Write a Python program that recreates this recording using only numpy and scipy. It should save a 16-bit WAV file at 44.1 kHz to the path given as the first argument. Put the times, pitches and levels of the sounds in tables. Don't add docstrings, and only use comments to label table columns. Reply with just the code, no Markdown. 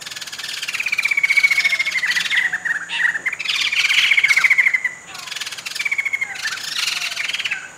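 import sys
import numpy as np
from scipy import signal
from scipy.fft import rfft, irfft, next_fast_len
from scipy.io import wavfile

SR = 44100
rng = np.random.default_rng(int(sys.argv[2]) if len(sys.argv) > 2 else 0)


def put_to_file(sound):
    columns = np.atleast_2d(sound).T
    safe = np.clip(columns, -1, 1)
    whole_steps = np.round(safe * 32767)
    wavfile.write(sys.argv[1], SR, whole_steps.astype(np.int16))


N = 342657


def gain_of(db):
    return 10 ** (np.asarray(db) / 20)


def unit_level(x):
    return x / np.sqrt(np.mean(x ** 2) + 1e-20)


def look_up(table, hz):
    row_hz, values = np.transpose(table)
    return np.interp(np.log(hz + 1), np.log(row_hz + 1), values)


def add(mix, start_s, sound):
    part = mix[max(round(start_s * SR), 0):][:len(sound)]
    part += sound[:len(part)]


def drift(rate_hz):
    size = next_fast_len(N)
    smoothing = np.exp(-(np.fft.rfftfreq(size, 1 / SR) / rate_hz) ** 2)
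    return unit_level(irfft(rfft(rng.standard_normal(size)) * smoothing, size)[:N])


def noise(spectrum):
    colour = gain_of(look_up(spectrum, np.fft.rfftfreq(N, 1 / SR)))
    return unit_level(irfft(rfft(rng.standard_normal(N)) * colour, N))


def progress(length_s):
    return np.arange(0, 1, 1 / (length_s * SR))


def during(curve, start_s, u):
    return curve.take(round(start_s * SR) + np.arange(len(u)), mode="wrap")


def beats(first_s, last_s, notes, slowing):
    places = np.linspace(0, 1, notes)
    steps = np.cumsum(np.r_[0, np.geomspace(1, slowing, notes - 1)])
    return zip(first_s + (last_s - first_s) * steps / max(steps[-1], 1), places)


def contour(values, place):
    curve = np.polyfit(np.linspace(0, 1, len(values)), values, len(values) - 1)
    return np.polyval(curve, place)


def harmonics(count):
    return np.arange(1, count + 1)[:, None]


def syrinx(hz, k, db):
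    cycles = k * np.cumsum(hz) / SR + rng.random(k.shape)
    return (gain_of(db) * (k * hz < SR / 2) * np.sin(2 * np.pi * cycles)).sum(0)


# frequency_hz, level_db
AIR_SPECTRUM = [(20, -36), (45, -15), (65, -6.5), (95, -4.5), (150, 1.5), (240, -4.5), (750, -2.5),
                (1500, -2.5), (3000, -11.5), (5000, -25.5), (16000, -32)]


def air(level_db=-44.5, waver_db=1.1):
    return noise(AIR_SPECTRUM) * gain_of(level_db + waver_db * drift(4.8))


# frequency_hz, level_db
INSECT_SPECTRUM = [(5200, -25.5), (6000, -11.5), (6400, -10.5), (6850, 2), (7150, -2), (7500, -19),
                   (8100, -8), (8800, -18.5), (10500, -47)]


def insects(level_db=-45.5, flutter_db=1):
    return noise(INSECT_SPECTRUM) * gain_of(level_db + flutter_db * drift(40))


# time_s, level_db
HUM_LEVELS = [(0, -63), (1, -61), (1.6, -53.5), (3.201, -49.5), (3.6, -69), (7.7, -59)]


def hum(low_hz=176.6, high_hz=318, high_db=-7):
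    out = np.zeros(N)
    for hz, db in [(low_hz, 0), (high_hz, high_db)]:
        cycles = np.cumsum(hz + 4 * drift(14.2)) / SR
        out += gain_of(db) * np.sin(2 * np.pi * cycles) * (1 + .33 * drift(14.6))
    return out * gain_of(np.interp(np.arange(N) / SR, *np.transpose(HUM_LEVELS)))


# frequency_hz, gain_db
CHATTER_THROAT = [(700, -13), (1100, -8.5), (1700, -1), (2400, 4), (3400, -0.5), (4300, 3), (5200, -5),
                  (6500, -5), (8200, -16), (9800, -14), (11500, -23.5), (13300, -19.5), (16000, -32)]
# time_s, gain_db
FACING_TREBLE = [(0, 2.5), (1.2, 2.5), (2.4, -3), (3.5, -5.5), (4.6, 2.5), (6.2, 1.5), (6.8, 1), (7.5, 0)]
# first_s, last_s, note_count, slowing_ratio, length_s, pitch_hz, scoop_share,
# fall_share, second_harmonic_db, other_harmonics_db, through_leaves_share
CHATTER_TRAINS = [(.0068, 0.379, 8, 1.27, 0.022, (1800, 1740, 1700), 0.054, 0.83, (-32, -30, -31.5),
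                  (-30, -29, -28), 0.077), (0.428, 1.072, 14, 1.03, 0.021, (1820, 1680, 1330),
                  -.03, 0.41, (-25.5, -31, -32), (-25, -31, -26), 0.11),
                  (.335, 0.736, 8, 1.12, 0.022, (1630, 1650, 1370), -0.012, 0.58, (-36, -24.5, -17.5),
                  (-35, -30, -26), .25), (1.233, 1.461, 7, 1.05, 0.027, (1500, 1590, 1430),
                  -0.0024, 0.46, (-31, -29, -33), (-31.5, -26.5, -29), 0.57),
                  (1.504, 1.6863, 5, 1.28, .027, (1450, 1790, 1830), .16, .52, (-32, -26, -22),
                  (-26, -25, -26), .4), (1.734, 1.968, 5, 1.21, 0.03, (1800, 1770, 1530),
                  .12, 0.59, (-28, -22.5, -31), (-27.5, -27.5, -29), 0.26),
                  (2.0623, 2.357, 7, 1.62, .028, (1330, 1800, 1800), 0.077, 0.65, (-26, -19, -17),
                  (-30.5, -20.5, -31), 0.39), (3.391, 3.716, 7, 1.15, 0.024, (1330, 1230, 1240),
                  -0.015, 0.37, (-21, -20.5, -14.5), (-34.5, -24, -31), 0.14),
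                  (3.476, 3.631, 4, 1.3, 0.028, (1740, 1840, 1730), .14, 0.42, (-15.5, -16, -14.5),
                  (-25.5, -27, -29), 0.45), (3.751, 3.781, 2, 1, 0.025, (1470, 1480, 1600),
                  .08, .45, (-17, -9, -12.5), (-28.5, -28, -26), 0.36),
                  (3.793, 4.233, 10, 1.31, 0.028, (1490, 1650, 1650), -0.058, .62, (-23, -14, -24),
                  (-23, -26, -42), .1), (3.955, 4.049, 3, 1.47, 0.035, (1520, 1580, 1480),
                  0.093, .5, (-16.5, -16.5, -18), (-30, -28, -33), 0.32),
                  (4.276, 4.445, 5, 1.3, .03, (1580, 1420, 1250), -0.049, 0.43, (-23, -31.5, -25),
                  (-20.5, -26, -31), .3), (4.6186, 4.681, 2, 1, 0.027, (1170, 1200, 1020),
                  .08, 0.37, (-18, -15, -20), (-44, -45, -48), .1),
                  (5.139, 5.219, 3, 1, 0.019, (1364, 1392, 1264), -0.036, .48, (-35, -34, -35),
                  (-33.5, -30.5, -31.5), 0.18), (5.261, 5.573, 7, 1.43, .023, (1650, 1770, 1650),
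                  0.027, 0.77, (-26, -23.5, -28), (-31, -25.5, -29), 0.13),
                  (5.654, 5.7974, 4, 1.12, 0.022, (1380, 1760, 1820), 0.035, 0.6, (-26, -29.5, -23),
                  (-29.5, -27, -25.5), .1), (6.346, 6.561, 6, 1.5, 0.024, (1320, 1530, 1300),
                  -0.016, 0.72, (-27.5, -28, -28.5), (-36, -26.5, -32), .15),
                  (6.591, 6.745, 5, 1.27, 0.029, (1700, 1790, 2000), .18, .5, (-33, -27, -22.5),
                  (-31, -26, -26), .45), (6.773, 7.155, 9, 1.26, .029, (1460, 1460, 1560),
                  -0.053, 0.71, (-22, -23.5, -26), (-23, -26, -27.5), 0.13),
                  (6.798, 7.022, 4, 1.23, 0.035, (1800, 1560, 1400), 0.084, .62, (-27, -25, -25),
                  (-27, -28, -28), .7), (7.1884, 7.507, 7, 1.51, .026, (1180, 1640, 1320),
                  0.047, 0.76, (-18.5, -17.5, -17), (-32.5, -30, -37), 0.1)]


def chatter(hold=.35, rasp=.016, turn_db=1.5, squeak_db=8, uneven_db=4):
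    out, behind_leaves = np.zeros(N), np.zeros(N)
    shake, k = drift(990), harmonics(14)
    for *timing, length_s, pitches, scoop, fall, second_dbs, other_dbs, hidden in CHATTER_TRAINS:
        for start_s, place in beats(*timing):
            sharp, steep, loud, beak, turn = rng.standard_normal(5)
            pitch_hz = contour(pitches, place) * (1 + .01207 * sharp)
            plunge = min(fall * (1 + .1177 * steep), 1)
            second_db = contour(second_dbs, place) + .63 * loud
            others_db = contour(other_dbs, place) + .63 * loud
            u = progress(length_s)
            early, late = np.maximum(1 - u / hold, 0), np.maximum(u - hold, 0) / (1 - hold)
            glide = 1 - scoop * early ** 2 - plunge * late ** 2
            hz = pitch_hz * glide * (1 + rasp * during(shake, start_s, u))
            db = np.where(k == 2, second_db, others_db)
            db = db + look_up(CHATTER_THROAT, k * hz * np.exp(.057 * beak))
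            db += uneven_db * rng.uniform(-1.01, 1, k.shape) * (k > 2)
            facing_db = np.interp(start_s, *np.transpose(FACING_TREBLE)) + turn_db * turn
            db += facing_db * np.interp(k * hz, [4000, 11000], [0, 1])
            pressed = np.interp(scoop, [.05, .16], [0, 1]) * np.interp(second_db, [-22, -18], [1, 0])
            db += squeak_db * pressed * np.interp(hz, [1580, 1720], [0, 1]) * (k == 3)
            swell = np.interp(u, [0, .25, .55, .8, 1], [0, .44, 1, .85, 0])
            note = swell * syrinx(hz, k, db)
            add_with_echoes(out, start_s, np.sqrt(1 - hidden) * note)
            add(behind_leaves, start_s, np.sqrt(hidden) * note)
    return out + scatter(behind_leaves, thicket, paths=4)


# delay_s, gain
GROUND_ECHOES = [(.0032, 0.37), (.0058, 0.24), (.0083, 0.39), (0.0125, 0.23), (.016, 0.11)]


def add_with_echoes(out, start_s, note, echo_db=0, wander=.12):
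    add(out, start_s, note)
    for delay_s, gain in GROUND_ECHOES:
        shifted_s = delay_s * (1 + wander * rng.uniform(-1, 1))
        add(out, start_s + shifted_s, gain_of(echo_db) * gain * note)


def scatter(sound, make_echo, paths, turn_hz=8.1):
    shares = np.array([drift(turn_hz) for _ in range(paths)])
    shares /= np.linalg.norm(shares, axis=0)
    return sum(signal.oaconvolve(sound * share, make_echo())[:N] for share in shares)


def thicket(fade_s=.075):
    t = np.arange(0, 2 * fade_s, 1 / SR)
    echo = rng.standard_normal(SR)[:len(t)] * gain_of(-60 * t / fade_s)
    return echo / np.linalg.norm(echo)


# frequency_hz, fade_s
BUSH_FADES = [(500, 1), (2000, 0.62), (4000, 0.73), (8000, 0.89), (15000, 0.37)]


def bushes(near_fade_s=.024, near_gain=.92):
    bounces = rng.standard_normal(SR) * (rng.random(SR) < .1) * (np.arange(SR) > .008 * SR)
    hz, t, bands = signal.stft(bounces, SR, nperseg=256)
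    tail = gain_of(-60 * t / look_up(BUSH_FADES, hz)[:, None])
    near = near_gain * gain_of(-60 * t / near_fade_s)
    echo = signal.istft(bands * (tail + near), SR, nperseg=256)[1]
    return echo / np.linalg.norm(echo)


# harmonic_number, level_db
WHISTLE_HARMONICS = [(1, -24.5), (2, 1), (3, -23.5), (4, -30.5), (5, -35.5), (6, -37), (13, -40.5)]


def whistle(notes, flick=.4104, flick_s=.01002, jitter=.016, leak_db=16, uneven_db=5, quaver_db=3):
    out, shake, quaver, k = np.zeros(N), drift(590), drift(160), harmonics(13)
    for start_s, length_s, pitch_hz, fall, level_db, others_db, swell_db, arch in notes:
        u = progress(length_s)
        slip = np.maximum(1 - (1 - u) * length_s / flick_s, 0)
        drop = max(flick - arch, 0) * slip ** 1.75
        glide = 1 - fall * (u - .5) - arch * (2 * u - 1) ** 2 - drop
        hz = pitch_hz * glide * (1 + jitter * during(shake, start_s, u))
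        swell = np.interp(u, [0, .2, .45, 1], [0, .6, .95, 1]) * gain_of(swell_db * (u - .5))
        release = np.interp(slip, [0, .35, 1], [1, .45, 0])
        falter = gain_of(quaver_db * u * np.minimum(during(quaver, start_s, u), .5))
        colour_db = look_up(WHISTLE_HARMONICS, k) + uneven_db * rng.uniform(-.95, 1, k.shape) * (k > 3)
        tone = syrinx(hz, k, level_db + colour_db + (others_db + leak_db * slip) * (k != 2))
        add_with_echoes(out, start_s, swell * release * falter * tone, echo_db=-9)
    return out


# first_s, last_s, note_count, slowing_ratio, length_s, pitch_hz, fall_share,
# level_db, other_harmonics_gain_db, swell_db
# Pairs give a run's start and end; triples add its middle. The loudest tone is an octave above pitch_hz.
WHISTLE_RUNS = [(.797, 1.233, 8, 1.01, .023, (1203, 1114), (.16, 0), (-12.5, -9.5, -7), -3.5, -3.5),
                (1.296, 1.863, 9, 1.08, .034, (1118, 1083), (-.02, -0.067), (-7.5, -8, -14), -4, -3),
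                (3.773, 4.031, 5, 1.1, 0.034, (1160, 1100), (.25, 0.302), (-12, -11.5, -13), 1.5, -3),
                (4.1074, 4.363, 5, 1.01, .027, (1090, 1067), (0.14, 0.18), (-6, -6.5, -7.5), -4.5, -4),
                (4.438, 4.578, 3, 1.26, .036, (1055, 1042), (0.214, .17), (-7, -7, -8), -2, -9),
                (4.6562, 4.843, 3, 1.38, .033, (1040, 980), (.2, 0.086), (-8, -9.5, -12.5), -4.5, -11),
                (5.792, 6.209, 7, 1.37, .028, (1155, 1060), (0.11, 0), (-15, -11, -14.5), -.5, -1.5)]


def whistle_runs(stretch=.222, pitch_spread=.0076, arch=-.021):
    notes = []
    for *timing, length_s, pitches, falls, levels, others_db, swell_db in WHISTLE_RUNS:
        for start_s, place in beats(*timing):
            pitch_hz = contour(pitches, place) * (1 + pitch_spread * rng.standard_normal())
            stretched_s = length_s * (1 + stretch * (place - .5))
            fall, level_db = contour(falls, place), contour(levels, place)
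            notes.append((start_s, stretched_s, pitch_hz, fall, level_db, others_db, swell_db, arch))
    return whistle(notes)


# start_s, length_s, start_hz, end_hz, level_db, second_harmonic_gain_db
MEW_CALLS = [(1.501, 0.49, 741, 585, -45.5, -6), (2.418, 0.16, 780, 700, -41.5, -7),
             (4.372, 0.067, 822, 648, -58, 18), (5.068, 0.18, 781, 692, -44.5, 1.5),
             (5.081, .24, 1200, 960, -41.5, -6), (6.229, 0.16, 856, 719, -41.5, 8),
             (6.928, .26, 732, 652, -44.5, -7), (7.487, 0.11, 851, 729, -42.5, 15.5)]


def mews(third_db=-12, jitter=.013):
    out, shake = np.zeros(N), drift(120)
    for start_s, length_s, start_hz, end_hz, level_db, second_db in MEW_CALLS:
        u = progress(length_s)
        hz = (start_hz + (end_hz - start_hz) * u) * (1 + jitter * during(shake, start_s, u))
        tone = syrinx(hz, harmonics(3), level_db + np.array([[0], [second_db], [third_db]]))
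        add(out, start_s, np.sin(np.pi * u) ** .5 * tone)
    return out


# start_s, length_s, pitch_hz, fall_share (below 0 it rises), level_db
SINGLE_WHISTLES = [(1.939, 0.052, 1069, .015, -15.5), (2.022, .049, 1003, 0.2, -14),
                   (2.079, 0.043, 993, -0.061, -13.5), (2.16, 0.034, 1005, 0.034, -13),
                   (2.3153, 0.044, 1080, 0.22, -13.5), (2.3505, 0.056, 988, -.11, -13.5),
                   (2.3894, 0.047, 1001, -0.17, -15.5), (2.4338, .042, 984, 0, -13.5),
                   (2.5254, 0.041, 900, -0.01, -14), (2.6475, 0.037, 940, 0.23, -16),
                   (2.6833, 0.046, 933, -0.13, -15), (2.738, .043, 867, -.2, -17.5),
                   (2.8006, 0.045, 814, -0.18, -23), (2.986, 0.047, 972, 0, -15),
                   (3.0285, 0.041, 961, -.17, -11), (3.071, 0.043, 932, -0.26, -12.5),
                   (3.1408, .035, 911, 0.016, -15.5), (3.2564, .035, 1032, 0.28, -12),
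                   (3.3248, 0.019, 1103, 0.53, -15), (4.263, 0.048, 865, .04, -19),
                   (4.372, 0.061, 775, 0.25, -19.5), (6.291, .044, 1030, .1, -24.5),
                   (6.442, 0.037, 903, -0.052, -16.5), (6.501, 0.06, 775, -.12, -24),
                   (7.618, 0.04, 773, -0.12, -30)]


def single_whistles(others_db=-1.5, swell_db=-2.5, arch=.2207):
    return whistle([(*row, others_db, swell_db, arch) for row in SINGLE_WHISTLES])


# frequency_hz, gain_db
SQUAWK_THROAT = [(900, -12), (1900, -2.5), (2800, 3.5), (3700, -3.5), (4800, -21.5), (7000, -29),
                 (8800, -21), (11000, -47)]
# start_s, length_s, pitch_hz, level_db
SQUAWK_CALLS = [(2.885, .125, 950, -25), (5.065, .075, 900, -40)]


def squawks(arch=.22, jitter=.0716):
    out, shake, k = np.zeros(N), drift(510), harmonics(12)
    for start_s, length_s, pitch_hz, level_db in SQUAWK_CALLS:
        u = progress(length_s)
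        hz = pitch_hz * (1 - arch * (2 * u - 1) ** 2) * (1 + jitter * during(shake, start_s, u))
        tone = syrinx(hz, k, level_db + look_up(SQUAWK_THROAT, k * hz))
        add_with_echoes(out, start_s, np.sin(np.pi * u) * tone)
    return out


def wing_thump(start_s=3.11, length_s=.18, level_db=-42):
    out, u = np.zeros(N), progress(length_s)
    puff = noise([(120, -22), (330, 8), (900, -2), (3000, -39)])
    add(out, start_s, gain_of(level_db) * np.sin(np.pi * u) ** 2 * during(puff, start_s, u))
    return out


def scene():
    harsh = chatter() + squawks()
    clear = whistle_runs() + single_whistles()
    far = mews()
    into_bushes = gain_of(-11) * harsh + gain_of(-12.5) * clear + gain_of(-4) * far
    echoes = scatter(into_bushes, bushes, paths=6)
    return (harsh + clear + far + echoes + wing_thump() + insects() + air() + hum())[None]


def record(dry, cutoff_hz=15800):
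    low_pass = signal.firwin(511, cutoff_hz, window=("kaiser", 9), fs=SR)
    return signal.oaconvolve(dry, low_pass[None], "same")


dry = scene()
out = record(dry)
put_to_file(out)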